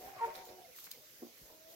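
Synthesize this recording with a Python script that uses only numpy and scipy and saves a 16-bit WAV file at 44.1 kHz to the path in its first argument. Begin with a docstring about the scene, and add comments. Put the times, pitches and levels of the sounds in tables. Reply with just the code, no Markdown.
"""Poultry in a dirt farmyard

Close and quiet, one hen gives a short hooting cluck while another moans, then moans again further
off: harmonic tones among soft sliding notes and hoarse throat pulses. A strutting turkey rustles
its feathers and scuffs the grit by friction, ticks its quills on the ground and rings its chest in
one soft low thump. Small birds chirp in glides, over faint low bumps and a steady hiss."""
import sys
import numpy as np
from scipy import signal
from scipy.fft import rfft, irfft
from scipy.io import wavfile
from scipy.ndimage import uniform_filter1d

SR = 44100
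rng = np.random.default_rng(int(sys.argv[2]) if len(sys.argv) > 2 else 0)


def unload_audio(sound):
    """Save the sound as a 16-bit wav file, at the path given as the first command line argument."""
    columns = np.transpose(np.atleast_2d(sound))
    # keep every value between -1 and 1, then stretch to whole-number steps
    steps = np.round(np.clip(columns, -1, 1) * 32767)
    wavfile.write(sys.argv[1], SR, steps.astype(np.int16))


N = 77175


def cluck():
    """A periodic voice sounds a harmonic series; in this hoot the second harmonic leads."""
    # t/s, f/Hz, overtone level/dB, fundamental level/dB
    contour = [(.2, 464, -56, -64), (.211, 462, -41, -55), (.221, 461, -33.5, -49), (.241, 463, -30.5, -44),
               (.252, 462, -33, -44), (.262, 452, -44, -45), (.272, 442, -51, -50), (.285, 461, -45, -52),
               (.3, 461, -49, -55), (.33, 461, -60, -67)]
    # harmonic number, relative level/dB
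    overtones = [(2, 0), (3, -21), (4, -24), (5, -29), (6, -40)]
    return hen(contour, overtones, jitter=.006, shimmer=.06)


def moans():
    """Random modulation roughens two held harmonic tones, the second lower and fainter."""
    # contours: t/s, f/Hz, overtone level/dB, fundamental level/dB
    near = [(0, 370.7, -61.5, -56.5), (.06, 372.3, -52, -103), (.086, 396.6, -54, -61.5),
            (.115, 373, -57, -72), (.2, 369.2, -60, -76), (.27, 374.5, -54, -54.5), (.32, 376, -67, -66.5),
            (.38, 377.8, -52.5, -67), (.45, 371.5, -61.5, -68), (.52, 365, -68.5, -61.5),
            (.595, 369, -63, -61.5), (.625, 362.2, -59, -79)]
    far = [(1.5, 320, -78, -80), (1.54, 320, -65, -71), (1.59, 314, -73, -78), (1.615, 317, -64, -78),
           (1.68, 323, -63, -75), (1.75, 334, -62.5, -76)]
    # overtones: harmonic number, relative level/dB
    near_tone = [(2, 4), (3, -22), (4, -32), (5, -26), (6, -36)]
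    far_tone = [(2, 0), (3, -19), (4, -21), (5, -19), (6, -13)]
    return hen(near, near_tone, jitter=.017, shimmer=.42), hen(far, far_tone, jitter=.011, shimmer=.33)


def hen(contour, overtones, jitter, shimmer, shimmer_step=.3):
    """Superposition of harmonics: the higher an overtone lies, the more its amplitude flutters."""
    times, hz, upper_db, low_db = np.transpose(contour)
    t = np.arange(N) / SR
    pitch = np.interp(t, times, hz) * (1 + jitter * wander(144))
    phase = 2 * np.pi * np.cumsum(pitch) / SR
    upper = np.zeros(N)
    for k, (harmonic, db) in enumerate(overtones):
        flutter = 1 + (shimmer + k * shimmer_step) * wander(82)
        upper += amp(db) * np.sin(harmonic * phase) * unit(flutter)
    upper = unit(upper) * amp(np.interp(t, times, upper_db))
    fundamental = unit(np.sin(phase)) * amp(np.interp(t, times, low_db))
    gate = uniform_filter1d(((t >= times[0]) & (t <= times[-1])) * 1., size=200)
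    return (upper + fundamental) * gate


def soft_notes():
    """Frequency modulation: the hens' nearly pure notes slide and waver."""
    # t/s, duration/s, first f/Hz, last f/Hz, level/dB
    notes = [(.066, 0.038, 792.3, 808, -51), (.07, 0.036, 1042, 1040, -62.5),
             (.155, 0.065, 1163, 1070, -57.5), (.189, 0.021, 1110, 1046, -48),
             (.155, 0.025, 611, 650, -54.5), (.271, 0.0236, 572, 654, -44.5), (.39, 0.083, 951, 930, -57.5),
             (.47, 0.023, 488, 463, -56), (.575, 0.024, 776, 753, -56), (.63, 0.048, 711.5, 683, -60),
             (.672, 0.047, 558, 458, -62), (.93, 0.063, 507, 470, -69), (1.0, 0.062, 606, 620, -69),
             (1.49, 0.031, 1097, 876, -67.5), (1.705, 0.035, 562, 570, -65.5)]
    return slides(notes, jitter=.0304, overtone_db=-20.5)


def murmurs(rate_hz=95, jitter=.3):
    """Source and filter: uneven pulses and breath excite the resonances of a hen's throat."""
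    # t/s, duration/s, level/dB
    breaths = [(-.06, .2, -57), (.13, 0.18, -59.5), (.26, 0.054, -54.5), (.32, 0.14, -58.5),
               (.46, 0.094, -56.5), (.53, 0.13, -65.5), (.85, .04, -83), (.92, 0.11, -68.5),
               (1.14, 0.21, -68), (1.37, 0.19, -68.5), (1.485, 0.072, -64.5), (1.66, 0.11, -68)]
    # throat response: f/Hz, relative level/dB
    throat = [(100, -13.5), (250, -8), (380, -4), (500, 2), (700, -4), (950, -11.5), (1300, -32.5),
              (2200, -32.5), (3200, -38), (8000, -63)]
    cycles = np.cumsum(rate_hz * (1 + jitter * wander(59.96))) / SR
    pulses = np.diff(np.floor(cycles), prepend=0)
    source = unit(pulses) + rng.standard_normal(N)
    return unit(colour(source, throat)) * swells(breaths)


def feathers():
    """Friction between feathers: snaps so dense that they merge into a bright rustle."""
    # t/s, duration/s, level/dB
    strokes = [(-.05, 0.19, -57), (.23, 0.059, -58), (.33, 0.066, -55.5), (.44, 0.053, -58),
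               (.69, 0.086, -63.5), (.745, 0.09, -52.5), (.82, 0.058, -52), (.905, 0.028, -51),
               (.93, 0.41, -63), (1.28, 0.31, -62), (1.67, 0.1, -59.5)]
    # f/Hz, relative level/dB
    spectrum = [(300, -41), (1500, -26), (2800, -4.5), (4200, -2), (7000, -2.5), (9000, -7), (11000, -2.5),
                (13000, 6), (16000, -5)]
    return friction(strokes, spectrum, per_s=12000, spread_db=1.5)


def scuffs():
    """Sliding friction on dirt gives a dull mid-band noise."""
    # t/s, duration/s, level/dB
    strokes = [(-.04, 0.25, -61), (.135, 0.21, -55), (.3, 0.14, -56.5), (.44, 0.13, -66.5),
               (.78, 0.014, -59.5), (.864, 0.016, -56)]
    # f/Hz, relative level/dB
    spectrum = [(300, -12.5), (900, -2), (1400, 2.5), (2300, 3), (3000, -6.5), (4000, -11), (8000, -18.5),
                (16000, -34)]
    return friction(strokes, spectrum, per_s=1900, spread_db=-.5)


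def grit():
    """Grains slip underfoot, and their impulses add up to a crunch."""
    # t/s, duration/s, level/dB
    crunches = [(.339, 0.0072, -60), (.348, 0.014, -53.5), (.357, 0.08, -68.5), (.48, 0.027, -64),
                (.78, 0.045, -72), (.864, .012, -63), (.913, 0.013, -57.5)]
    # f/Hz, relative level/dB
    spectrum = [(500, -32), (2200, -37), (3600, 0), (5300, -3.5), (7000, -26), (10000, -11), (16000, -43)]
    return friction(crunches, spectrum, per_s=2100, spread_db=1)


def quills(decay_s=.001):
    """A brief impact has a broad spectrum: each stiff quill gives a sharp tick."""
    # impacts: t/s, level before filtering/dB
    ticks = [(.254, -46), (.3515, -49), (.454, -43.5), (.7622, -41), (.789, -43), (.8425, -36.5),
             (.9143, -30), (.9168, -36)]
    # f/Hz, relative level/dB
    spectrum = [(300, -25), (2500, -11), (3400, -1), (4200, 2), (5200, -3), (7000, -2), (9000, -7),
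                (11000, -3), (12500, 4), (16000, 5)]
    impacts, t = np.zeros(N), np.arange(SR // 50) / SR
    for start, db in ticks:
        add(impacts, start, amp(db) * np.exp(-t / decay_s))
    return colour(impacts * rng.choice([-1, 1], (2, N)), spectrum)


def thump(rise_s=.00094, low_cut_hz=203):
    """Damped resonance: a few quick pushes ring the modes of the turkey's chest."""
    # t/s, level before filtering/dB
    pushes = [(1.2197, -44), (1.2238, -38.5), (1.232, -37.5), (1.249, -46), (1.266, -49.5)]
    # f/Hz, relative level/dB, 60 dB decay time/s
    modes = [(248, -9, 0.073), (330, 8, 0.036), (435, -2.5, 0.023), (692, -13.5, 0.091), (1070, -14, 0.04)]
    out, t = np.zeros(N), np.arange(SR // 5) / SR
    ring = sum(amp(db - 60 * t / t60) * np.sin(2 * np.pi * hz * t) for hz, db, t60 in modes)
    ring *= 1 - np.exp(-t / rise_s)
    for start, db in pushes:
        add(out, start, amp(db) * ring / abs(ring).max())
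    return signal.sosfilt(signal.butter(4, low_cut_hz, "high", fs=SR, output="sos"), out)


def chirps():
    """Small birds whistle downward frequency sweeps."""
    # t/s, duration/s, first f/Hz, last f/Hz, level/dB
    sweeps = [(.646, .016, 2150, 2085, -64), (.715, .065, 3100, 1507, -70.5), (.775, .05, 4900, 3480, -69),
              (.918, .05, 2650, 1810, -67)]
    return slides(sweeps, jitter=.028, overtone_db=-23)


def bumps():
    """A low tone only a few cycles long is heard as a bump with little pitch."""
    # t/s, duration/s, first f/Hz, last f/Hz, level/dB
    bursts = [(.045, .07, 67, 58, -68.5), (.15, 0.046, 140, 119, -67), (.24, 0.033, 69.4, 60, -69),
              (1.412, 0.014, 205, 102.6, -61), (1.418, 0.044, 56, 52.2, -67)]
    return slides(bursts, jitter=.1, overtone_db=-14)


def hiss(level_db=-59, patchy_db=2.0):
    """Partly coherent noise: steady air and microphone hiss, faintly patchy, most alike near 300 Hz."""
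    # f/Hz, relative spectral density level/dB
    spectrum = [(25, -57), (60, -19.5), (100, -15.5), (160, -14), (300, -11.5), (520, -7.5), (850, -17),
                (1400, -13.5), (2150, -12), (2800, -14), (3900, -14), (6500, -11), (7600, -18), (9000, -21),
                (10800, -15), (12300, -11.5), (13600, -12.5), (15800, -12.5)]
    # f/Hz, left-right correlation
    coherence = [(50, 0.007), (300, 0.91), (700, 0.44), (1500, 0), (4000, 0.091), (15000, 0)]
    # f/Hz, left minus right level/dB
    balance = [(50, -26), (300, -3), (1000, -1.5), (3000, -7), (5000, -8), (9000, 0), (13000, 1.2)]
    hz = np.fft.rfftfreq(1024, 1 / SR)
    a, b, c, d, patches = rng.standard_normal((5, N // 256 + 5, len(hz)))
    patches = uniform_filter1d(patches, size=12, axis=0)  # smooth in time
    patches = unit(uniform_filter1d(patches, size=14, axis=1))  # and in frequency
    alike = read(coherence, hz)
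    left = a + 1j * b
    right = alike * left + np.sqrt(1 - alike ** 2) * (c + 1j * d)
    side = np.array([.5, -.5])[:, None, None]
    gain = amp(read(spectrum, hz) + patchy_db * patches + side * read(balance, hz))
    frames = np.array([left, right]) * gain
    air = signal.istft(frames.transpose(0, 2, 1), nperseg=1024, noverlap=768)[1][:, :N]
    return unit(air) * amp(level_db)


def friction(strokes, spectrum, per_s, spread_db):
    """Shot noise: tiny snaps of varied size come at random, swelling with each stroke."""
    sizes = amp(spread_db * np.minimum(rng.exponential(1, N), 2))
    occurs = rng.random(N) < per_s / SR
    snaps = sizes * occurs * rng.standard_normal((2, N))
    return unit(colour(snaps, spectrum)) * swells(strokes)


def slides(notes, jitter, overtone_db):
    """Phase is the integral of frequency: short glides, each with a weak octave."""
    out = np.zeros(N)
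    for start, length, first, last, db in notes:
        envelope = arch(length)
        hz = np.geomspace(first, last, len(envelope)) * (1 + jitter * wander(100)[:len(envelope)])
        phase = 2 * np.pi * np.cumsum(hz) / SR
        tone = np.sin(phase) + amp(overtone_db) * np.sin(2 * phase)
        add(out, start, np.sqrt(2) * amp(db) * envelope * tone)
    return out


def place(x, pan_db, wet_db, lead_ms=0):
    """Level and time differences set direction (positive is left); walls and fences scatter an echo."""
    # f/Hz, reverberation time/s
    yard = [(100, 0.6), (400, 0.14), (1000, 0.68), (3000, 0.42), (12000, 0.45)]
    size = N + SR // 2
    hz = np.fft.rfftfreq(size, 1 / SR)
    reflections = rng.standard_normal((2, SR // 2)) * (rng.random((2, SR // 2)) < .05)
    reflections[:, :SR // 200] = 0  # none in the first 5 ms
    f, t, frames = signal.stft(reflections, SR, nperseg=256)
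    decay = amp(-60 * t / read(yard, f)[:, None])
    tail = signal.istft(frames * decay, SR, nperseg=256)[1]
    side = np.array([[.5], [-.5]])
    direct = amp(side * pan_db) * np.exp(2j * np.pi * hz * side * lead_ms / 1000)
    echo = amp(wet_db) * rfft(tail / np.linalg.norm(tail[0]), size)
    return irfft(rfft(x, size) * (direct + echo), size)[:, :N]


def amp(db):
    """Amplitude ratio of a level in decibels."""
    return 10 ** (np.asarray(db) / 20)


def unit(x):
    """Normalisation to rms 1."""
    return x / np.sqrt(np.mean(x ** 2) + 1e-20)


def read(points, hz):
    """Interpolation on a log-frequency axis."""
    f, value = np.transpose(points)
    return np.interp(np.log(hz + 1), np.log(np.maximum(f, 1)), value)


def add(mix, start_s, sound):
    """Superposition of a delayed sound on the mix."""
    at = round(start_s * SR)
    sound = sound[max(-at, 0):]
    part = mix[max(at, 0):][:len(sound)]
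    part += sound[:len(part)]


def colour(x, spectrum):
    """Linear filtering that conserves the power of white noise."""
    gain = unit(amp(read(spectrum, np.fft.rfftfreq(N, 1 / SR))))
    return irfft(rfft(x) * gain, N)


def wander(cutoff_hz):
    """Random fluctuation: low-passed noise of rms 1."""
    rolloff = 1 + (np.fft.rfftfreq(N, 1 / SR) / cutoff_hz) ** 4
    return unit(irfft(rfft(rng.standard_normal(N)) / rolloff, N))


def arch(length_s):
    """Half-sine envelope."""
    return np.sin(np.linspace(0, np.pi, max(round(length_s * SR), 8)))


def swells(strokes):
    """Amplitude envelope of a series of strokes."""
    out = np.zeros(N)
    for start, length, db in strokes:
        add(out, start, amp(db) * arch(length))
    return out


def scene():
    """Sound pressures add: every source from its place in the yard."""
    near_moan, far_moan = moans()
    hens = place(cluck(), pan_db=-.5, wet_db=-18, lead_ms=-.13)
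    hens += place(near_moan, pan_db=-.7, wet_db=-11, lead_ms=.22)
    hens += place(far_moan, pan_db=-1, wet_db=-10, lead_ms=.28)
    hens += place(soft_notes(), pan_db=2.2, wet_db=-4, lead_ms=-.16)
    hens += place(murmurs(), pan_db=-.3, wet_db=-4.5)
    turkey = place(feathers(), pan_db=0, wet_db=-7)
    turkey += place(scuffs(), pan_db=-1, wet_db=-8)
    turkey += place(grit(), pan_db=-8, wet_db=-2)
    turkey += place(quills(), pan_db=.5, wet_db=-7)
    turkey += place(thump(), pan_db=-.8, wet_db=-10.5, lead_ms=-.27)
    background = place(chirps(), pan_db=-5, wet_db=-15, lead_ms=.0089)
    background += place(bumps(), pan_db=-.5, wet_db=-15)
    return hens + turkey + background + hiss()


def record(dry):
    """Band limiting: a steep low-pass filter removes the highest treble."""
    lowpass = signal.firwin(511, cutoff=16020, window=("kaiser", 9), fs=SR)
    return signal.oaconvolve(dry, lowpass[None], "same")


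dry = scene()
out = record(dry)
unload_audio(out)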